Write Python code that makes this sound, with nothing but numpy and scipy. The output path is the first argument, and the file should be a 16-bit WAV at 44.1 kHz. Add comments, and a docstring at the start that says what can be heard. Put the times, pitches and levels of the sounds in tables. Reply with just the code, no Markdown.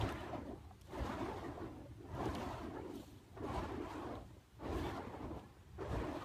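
"""Two burning wicks on chains are swung through still night air a few steps from a small microphone.
The torn flames roar louder in each swing while their brightness keeps shifting; slow flames flutter and
puff. The ground throws each roar back a few milliseconds late, and as this delay wanders it sweeps a hollow
colour through it. Big swirls of air thump, chain links tick and chink, and a swivel squeaks once."""
import sys
import numpy as np
from scipy import signal
from scipy.fft import rfft, irfft
from scipy.io import wavfile
from scipy.ndimage import uniform_filter1d

SR = 44100
rng = np.random.default_rng(int(sys.argv[2]) if len(sys.argv) > 2 else 0)


def wrap_up_sound(samples):
    """Save the sound to the file named by the first command line argument, as 16-bit audio."""
    columns = np.atleast_2d(samples).T
    # keep every value between -1 and 1, then stretch to whole-number steps
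    tamed = np.clip(columns, -1, 1)
    steps = np.round(tamed * 32767).astype(np.int16)
    wavfile.write(sys.argv[1], SR, steps)


N = 275533


def gain_of(db):
    """Turn decibels into a factor to multiply by."""
    return 10 ** (np.asarray(db) / 20)


def evened(x):
    """Scale x to an average size (rms) of 1."""
    return x / np.sqrt(np.mean(x ** 2) + 1e-20)


def level_at(points, hz):
    """Read a curve of levels at the frequencies hz."""
    f, db = np.transpose(points)
    return np.interp(np.log(hz + 1), np.log(f + 1), db)


def add(mix, s, sound):
    """Mix a sound in, starting at s seconds."""
    part = mix[round(s * SR):][:len(sound)]
    part += sound[:len(part)]


def grid(size):
    """Frequencies (column) and times (row) of sound cut into frames of size samples."""
    return np.fft.rfftfreq(size, 1 / SR)[:, None], np.arange(4 * N // size + 5) * size / 4 / SR


def blotches(size, bins, frames):
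    """Random patches on the grid, smooth over some frequency bins and time frames."""
    hz, t = grid(size)
    raw = rng.standard_normal((len(t), len(hz))).T
    return evened(uniform_filter1d(uniform_filter1d(raw, bins, 0), frames, 1))


def noise(gain, size):
    """Noise whose strength follows gain at each point of the grid."""
    real, imag = rng.standard_normal(gain.shape[::-1] + (2,)).T
    return signal.istft(gain * (real + 1j * imag), nperseg=size, noverlap=3 * size // 4)[1][:N]


def shaped(points, hz, band_hz=(0, SR)):
    """Gains along a curve, scaled so the power within the band sums to 1."""
    gain = gain_of(level_at(points, hz))
    in_band = (hz > band_hz[0]) & (hz < band_hz[1])
    return gain / np.sqrt(np.sum(gain[in_band] ** 2))


def wander(per_s, t):
    """A smooth random drift that swings up to per_s times a second."""
    rates = np.geomspace(per_s / 8, per_s, num=16)[:, None]
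    waves = np.sin(2 * np.pi * (rates * t + rng.random(rates.shape)))
    return evened(np.sum(waves / np.sqrt(rates), axis=0))


def swell(length):
    """Times and loudness of a quick rise and slower fall, lasting four times length."""
    t = np.arange(round(4 * length * SR)) / SR
    return t, 1.77 * t / length * np.exp(1 - 2.62 * t / length)


def flicker(per_s):
    """The flame tears and heals at random, from 3 to about per_s times a second."""
    band = signal.butter(2, [3, per_s], "bandpass", fs=SR, output="sos")
    return evened(signal.sosfilt(band, rng.standard_normal(N)))


def flame_db(quality, t):
    """How strong one quality of the flame is at times t, as swings and lulls take turns."""
    # the fast flame, one list a swing: t/s, roar/dB, brightness/dB, hum/dB, hiss/dB (all relative)
    swings = [
        [(0.0, -49, -3.5, -4, -60), (0.026, -43.5, -3.5, 3.5, -60.5), (0.204, -56.5, 0, 1.5, -66),
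         (0.244, -56.5, 0.5, 5, -66), (0.32, -50.5, -6, -4, -83), (0.35, -45.5, -7, -2, -83),
         (0.414, -58, -3.5, 6.5, -80), (0.444, -53, -11, 1, -87), (0.46, -52, -8.5, 6, -72),
         (0.57, -61, -11.5, 2, -85)],
        [(0.88, -63, -7.5, -5, -73), (0.936, -47.5, -9, -6, -64), (1.096, -46.5, -4.5, 2.5, -61),
         (1.118, -50, -1, 6, -65.5), (1.396, -50.5, -5.5, -2, -65.5), (1.476, -56, -4, 9, -70),
         (1.588, -42.5, -14, -13, -74), (1.644, -58, -4.5, 8, -75), (1.846, -60, -11.5, 3, -82),
         (1.89, -64, -18, -18, -90)],
        [(2.08, -62, -7, 3.5, -78), (2.202, -45, -7, -2, -65), (2.252, -50, -3, 7.5, -61.5),
         (2.394, -50, -3, 2, -61), (2.55, -47, -7, -11, -64), (2.684, -56, -3, 11.5, -71.5),
         (2.734, -49.5, -10, -6, -77), (2.906, -64, -2, 20.5, -71), (2.962, -67.5, -1.5, 19.5, -62.5),
         (3.04, -54.5, -14, -3.5, -65)],
        [(3.42, -51, -10, 1, -79), (3.442, -46.5, -10.5, -2, -67.5), (3.53, -51, -1.5, 2, -63),
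         (3.562, -43.5, -5.5, 0.5, -57.5), (3.598, -57, 3, 10, -64), (3.786, -49, -7, 5.5, -76),
         (3.906, -53, -2.5, -1.5, -64), (4.068, -52, -5, 5.5, -70.5), (4.17, -48, -10, -7, -72.5),
         (4.25, -53.5, -19, -10, -79)],
        [(4.6, -60.5, -6.5, -2, -90), (4.656, -48, -6, 6, -69), (4.768, -47.5, -5, 3.5, -58.5),
         (4.976, -54.5, -0.5, 5.5, -64.5), (4.996, -43.5, -10, -5, -71), (5.052, -55.5, -2.5, -2.5, -76),
         (5.252, -48.5, -11, -1, -74), (5.334, -53, -9, -9, -80), (5.382, -48, -10.5, -2.5, -71),
         (5.44, -69, -3, 13.5, -77)],
        [(5.78, -64, -6, -11, -86), (5.818, -55, 0, 10, -79), (5.888, -50.5, -5.5, 0, -68),
         (5.922, -54, -1, 10, -63.5), (5.946, -41.5, -7.5, 1, -61.5), (5.99, -55, 1.5, 11.5, -65),
         (6.054, -46.5, -6, 3.5, -68.5), (6.17, -52.5, -3, 3.5, -66), (6.222, -55.5, 0.5, 7, -64),
         (6.248, -50, -11, 4, -67)],
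    ]
    # the slow flame between swings: same columns
    lulls = [
        [(0.6, -74.5, 0, 14, -89), (0.72, -65.5, -9, -13, -85), (0.74, -79, -1, 11, -90),
         (0.86, -83, 1, -9, -71)],
        [(1.92, -76, 1, 10, -92), (1.938, -70, -17, -11, -86), (1.99, -88.5, 8, 30.5, -89),
         (2.05, -62.5, -10, 3, -89)],
        [(3.06, -85, 1, -5, -67), (3.076, -80.5, 3.5, 25, -67.5), (3.31, -79, -3, 11.5, -81),
         (3.4, -60, -3.5, 2, -82)],
        [(4.27, -80, -2, 4, -77), (4.382, -65, -12, 0, -84), (4.406, -80, -5, 5, -91), (4.58, -91, 2, 4, -91)],
        [(5.47, -82, 4.5, 22, -84), (5.496, -72, -1.5, 3, -91), (5.708, -85, 3, 9, -91),
         (5.76, -80, 5, -7, -90)],
    ]
    rows = np.array(sorted(row for curve in swings + lulls for row in curve))
    column = 1 + ["roar", "brightness", "hum", "hiss"].index(quality)
    return np.interp(t, rows[:, 0], rows[:, column])


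def roar(tearing):
    """A torn flame roars louder in each swing, shifting in brightness; swirls behind the wick hum."""
    # tone colour of the torn flame: f/Hz, level/dB
    colour = [(71, -11), (120, -9.5), (173, -5), (275, -3.5), (495, -7.5), (571, -6), (1010, -10),
              (1450, -20), (1740, -20.5), (2400, -26.5), (12100, -56), (15200, -80)]
    plain_bright_db, plain_hum_db = -7, -2.5  # these values leave the colour as it is
    hz, t = grid(size=1024)
    treble_weight = np.clip(np.log2((hz + 1) / 500) / 0.98, 0, 1.6)
    tilt_db = (flame_db("brightness", t) - plain_bright_db) * treble_weight
    hum_hz, half_width_hz = 301 + 30 * wander(13, t), 156
    hum_db = 0.98 * (flame_db("hum", t) - plain_hum_db) / (1 + ((hz - hum_hz) / half_width_hz) ** 2)
    # random patches make the noise grainy and faintly warbling
    speckle_db = 3.0 * blotches(1024, bins=2, frames=6) + 2.1 * blotches(1024, bins=9, frames=14)
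    gain = shaped(colour, hz, band_hz=(450, 900)) * gain_of(tilt_db + hum_db + speckle_db)
    level_db = flame_db("roar", np.arange(N) / SR) - 5 + 1.26 * tearing
    return noise(gain, size=1024) * gain_of(level_db)


def with_ground_echo(sound):
    """The soil returns a duller copy; its delay drifts at random, as if the wick rose and fell."""
    echo_gain, cutoff_hz = .62, 2200
    t = np.arange(N) / SR
    dull = signal.filtfilt(*signal.butter(1, cutoff_hz, fs=SR), sound)
    late_ms = 3.0 + .55 * wander(7, t)
    return sound + echo_gain * np.interp(t - late_ms / 1000, t, dull)


def hiss(tearing):
    """Air rushing past the wick hisses and flickers with the flame."""
    # tone colour of the rushing air: f/Hz, level/dB
    colour = [(1760, -23), (3000, -2.5), (3550, -4), (3800, -4), (5160, -12), (6370, -11.5), (15200, -22)]
    usual_db = -9  # hiss against the treble of the roar
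    hz, t = grid(size=512)
    speckle_db = 1.6 * blotches(512, bins=28, frames=12) + 2.6 * blotches(512, bins=2, frames=6)
    # a hiss that stands out over a weak roar is thinner
    excess_db = flame_db("hiss", t) - flame_db("roar", t) - flame_db("brightness", t) - usual_db
    thin_db = 0.17 * np.clip(excess_db, 0, 16) * np.log2((hz + 1) / 6000)
    gain = shaped(colour, hz, band_hz=(4000, 15000)) * gain_of(speckle_db + thin_db)
    level_db = flame_db("hiss", np.arange(N) / SR) - 5 + 0.81 * tearing + 0.53 * flicker(77)
    return noise(gain, size=512) * gain_of(level_db)


def flutter():
    """The whole body of the flame flaps, making a lumpy bass."""
    # tone colour of large slow swirls: f/Hz, level/dB
    colour = [(13, -39), (22, -7), (42, -12), (64, 1.5), (114, 2), (166, -15.5), (200, -5), (260, -71),
              (440, -120)]
    # how hard the flames flap: t/s, level/dB
    flapping = [(0.0, -45), (0.05, -40.5), (0.1, -50), (0.9, -60), (1.02, -48), (1.09, -51), (2.05, -57.5),
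                (2.21, -41), (2.33, -49.5), (3.29, -62.5), (3.58, -41), (3.79, -61), (4.25, -54),
                (4.49, -66.5), (4.73, -44.5), (5.2, -61), (5.24, -47), (5.57, -64), (5.88, -48.5),
                (5.99, -41), (6.02, -49), (6.25, -54)]
    hz, t = grid(size=2048)
    gain = shaped(colour, hz) * np.ones(len(t))
    level_db = np.interp(np.arange(N) / SR, *np.transpose(flapping)) + 1.06 * flicker(20.3)
    return evened(noise(gain, size=2048)) * gain_of(level_db)


def night_air():
    """Still air and the microphone's own hiss make a faint, steady background."""
    # tone colour of the background: f/Hz, level/dB
    colour = [(88, -13), (150, -16), (229, -5.5), (379, -2), (558, -16.5), (731, -10.5), (1310, -15),
              (3780, -19.5), (4850, -23.5), (9010, -26.5), (15200, -31.5)]
    hz, _ = grid(size=1024)
    gain = gain_of(level_at(colour, hz) + 2.9 * blotches(1024, bins=2, frames=6))
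    return gain_of(-69.5) * evened(noise(gain, size=1024))


def chain_ticks():
    """Steel links knock together: a gritty crack, its echo and a short, rattling ring."""
    # knocks: t/s, level/dB, link size (1 = usual), upper notes/dB, crack against ring/dB,
    # ring length (1 = usual)
    ticks = [(0.0104, -41, .98, -35, -32, 3.8), (0.091, -42, 1.13, -26, 1, 0.93),
             (.1236, -65, 1.0, 12, -5, .8), (.207, -65.5, 0.87, 13, -5, .9),
             (0.8125, -63.5, 1.15, 8, 5, .6), (.8172, -58, .97, -7, 8, .8), (.872, -66, 1, -3, 7, .8),
             (2.15, -68, 1.0, 10.5, 8, .9), (2.257, -56.5, 0.9, -11, 13, .9),
             (2.351, -45, 0.89, -13, 7, 0.41), (2.355, -39.5, 1.02, -22, -17, 0.45),
             (2.945, -76, 1.4, 7, -12, 2.5), (2.955, -75, .96, 14, -12, 3.0),
             (3.019, -76, 1.01, 8, -12, 1.8), (3.721, -53, 0.92, -12, -1, .8),
             (4.154, -54, 0.88, -15, -10, 1.0), (4.8409, -53, 0.97, -25, -18, 3.1),
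             (5.394, -58, 1.1, -16, -2, 1.3), (5.821, -62, 1.13, -14, -3, .9)]
    # the notes a link rings with: f/Hz, level/dB, fade time/s (to drop 60 dB)
    link_notes = [(3110, 0, 0.022), (6060, 2, 0.0062), (9230, -11.5, 0.038), (11400, -11, 0.014),
                  (12800, -1, .012)]
    echo_s, echo_db = .0045, -5
    cracks, rings, t = np.zeros(N), np.zeros(N), np.arange(3000) / SR
    for s, db, size, treble_db, crack_db, length in ticks:
        grit = rng.standard_normal(len(t))
        add(cracks, s, gain_of(db + crack_db) * grit * np.exp(-t / 0.0011))
        ring = np.zeros(len(t))
        for k, (hz, note_db, fade_s) in enumerate(link_notes):
            fading = gain_of(note_db + (k > 0) * treble_db - 60 * t / (fade_s * length))
            ring += fading * np.sin(2 * np.pi * min(hz / size, 15000) * t)
        rattle = .6 + .8 * evened(uniform_filter1d(grit[::-1], size=30))
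        onset = np.minimum(t / 0.0005, 1)
        add(rings, s, gain_of(db) * rattle * ring * onset)
    cracks = signal.sosfilt(signal.butter(1, [2300, 6000], "bandpass", fs=SR, output="sos"), cracks)
    dull_echo = uniform_filter1d(np.roll(cracks, round(echo_s * SR)), size=5)
    return rings + cracks + gain_of(echo_db) * dull_echo


def thumps():
    """A big swirl of air pushes out a few slow, deep waves."""
    # big swirls: t/s, level/dB, f/Hz, swell length/s
    swirls = [(0.025, -31.5, 68.6, 0.029), (1.001, -32.5, 62.5, 0.039), (2.189, -40, 80.7, 0.078),
              (3.56, -38, 63, 0.034), (4.717, -42, 56.6, 0.084), (5.952, -36, 60.4, 0.045)]
    out = np.zeros(N)
    for s, db, hz, length in swirls:
        t, shape = swell(length)
        add(out, s, gain_of(db) * shape * np.sin(2 * np.pi * (hz * t + rng.random())))
    return out


def puffs():
    """A pocket of fuel vapour catches all at once: a short hollow note in a breath of dull noise."""
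    # pockets of vapour: t/s, level/dB, f/Hz, swell length/s (capped below), breath against note/dB
    pockets = [(0.707, -50.5, 737, 0.0087, -10), (0.887, -56, 373, 0.043, -18),
               (0.923, -45, 374, 0.038, -18), (1.855, -51.5, 576, 0.015, -11), (2.049, -53, 777, 0.016, -8),
               (2.737, -55, 272, 0.044, -1), (2.759, -57.5, 1700, .03, 6), (3.367, -44.5, 379, 0.018, -3),
               (3.437, -41, 392, 0.016, -10.5), (4.303, -54.5, 327, 0.012, -6),
               (4.366, -51, 410, 0.011, -19), (4.589, -58, 275, 0.054, -1), (5.135, -47.5, 308, 0.017, -1),
               (5.239, -56, 287, 0.011, -11), (5.305, -39.5, 328, 0.016, -14),
               (5.438, -62, 1710, 0.023, -22), (5.78, -48.5, 365, 0.026, -5.5),
               (5.801, -41.5, 383, 0.034, -31)]
    out = np.zeros(N)
    band = signal.butter(3, [250, 1250], "bandpass", fs=SR, output="sos")
    for s, db, hz, length, breath_db in pockets:
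        grit = rng.standard_normal(8000)
        t, shape = swell(min(length, .04))
        breath = evened(signal.sosfilt(band, grit))[:len(t)]
        drift = 0.018 * np.cumsum(uniform_filter1d(grit, size=200)[:len(t)])  # the pitch wobbles
        note = np.sin(2 * np.pi * hz * t + drift)
        add(out, s, gain_of(db) * shape * (note + gain_of(breath_db) * breath))
    return out


def swivel_squeak():
    """A swivel rubs under load: a thin tone that stutters and climbs a little."""
    start_s, length_s, pitch_hz, rise_hz, level_db = 4.835, .065, 3512, 50, -63
    out, t = np.zeros(N), np.arange(0, length_s, 1 / SR)
    stutter = 1 + .4 * evened(uniform_filter1d(rng.standard_normal(len(t)), size=120))
    tone = np.sqrt(2) * np.sin(2 * np.pi * np.cumsum(pitch_hz + rise_hz * t / t[-1]) / SR)
    add(out, start_s, gain_of(level_db) * stutter * tone * signal.windows.tukey(len(t), .3))
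    return out


def scene():
    """Both wicks follow the same swings, but each flickers in its own way."""
    tearing = flicker(16.6)
    louder_wick = with_ground_echo(roar(tearing) + puffs())
    softer_wick = gain_of(-4) * with_ground_echo(roar(flicker(36)))
    bass = flutter() + thumps()
    flames = louder_wick + softer_wick + bass + hiss(tearing)
    return (flames + chain_ticks() + swivel_squeak() + night_air())[None]


def record(dry):
    """The microphone loses deep bass and top treble; its opening dips one narrow band."""
    # the dip made by the opening: f/Hz, half width/Hz, level/dB
    port_dip = (10430, 190, -5.5)
    dip_hz, half_width_hz, dip_db = port_dip
    lowest_hz, highest_hz = 45, 15320
    hz = np.fft.rfftfreq(N, 1 / SR)
    dip = gain_of(dip_db / (1 + ((hz - dip_hz) / half_width_hz) ** 2))
    bass_cut = 1 / np.sqrt(1 + (lowest_hz / (hz + 1)) ** 8)
    heard = irfft(rfft(dry) * dip * bass_cut, N)
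    treble_cut = signal.firwin(1023, highest_hz, window=("kaiser", 9), fs=SR)
    electronic_noise = gain_of(-101) * rng.standard_normal(dry.shape)
    return signal.oaconvolve(heard, treble_cut[None], "same") + electronic_noise


dry = scene()
out = record(dry)
wrap_up_sound(out)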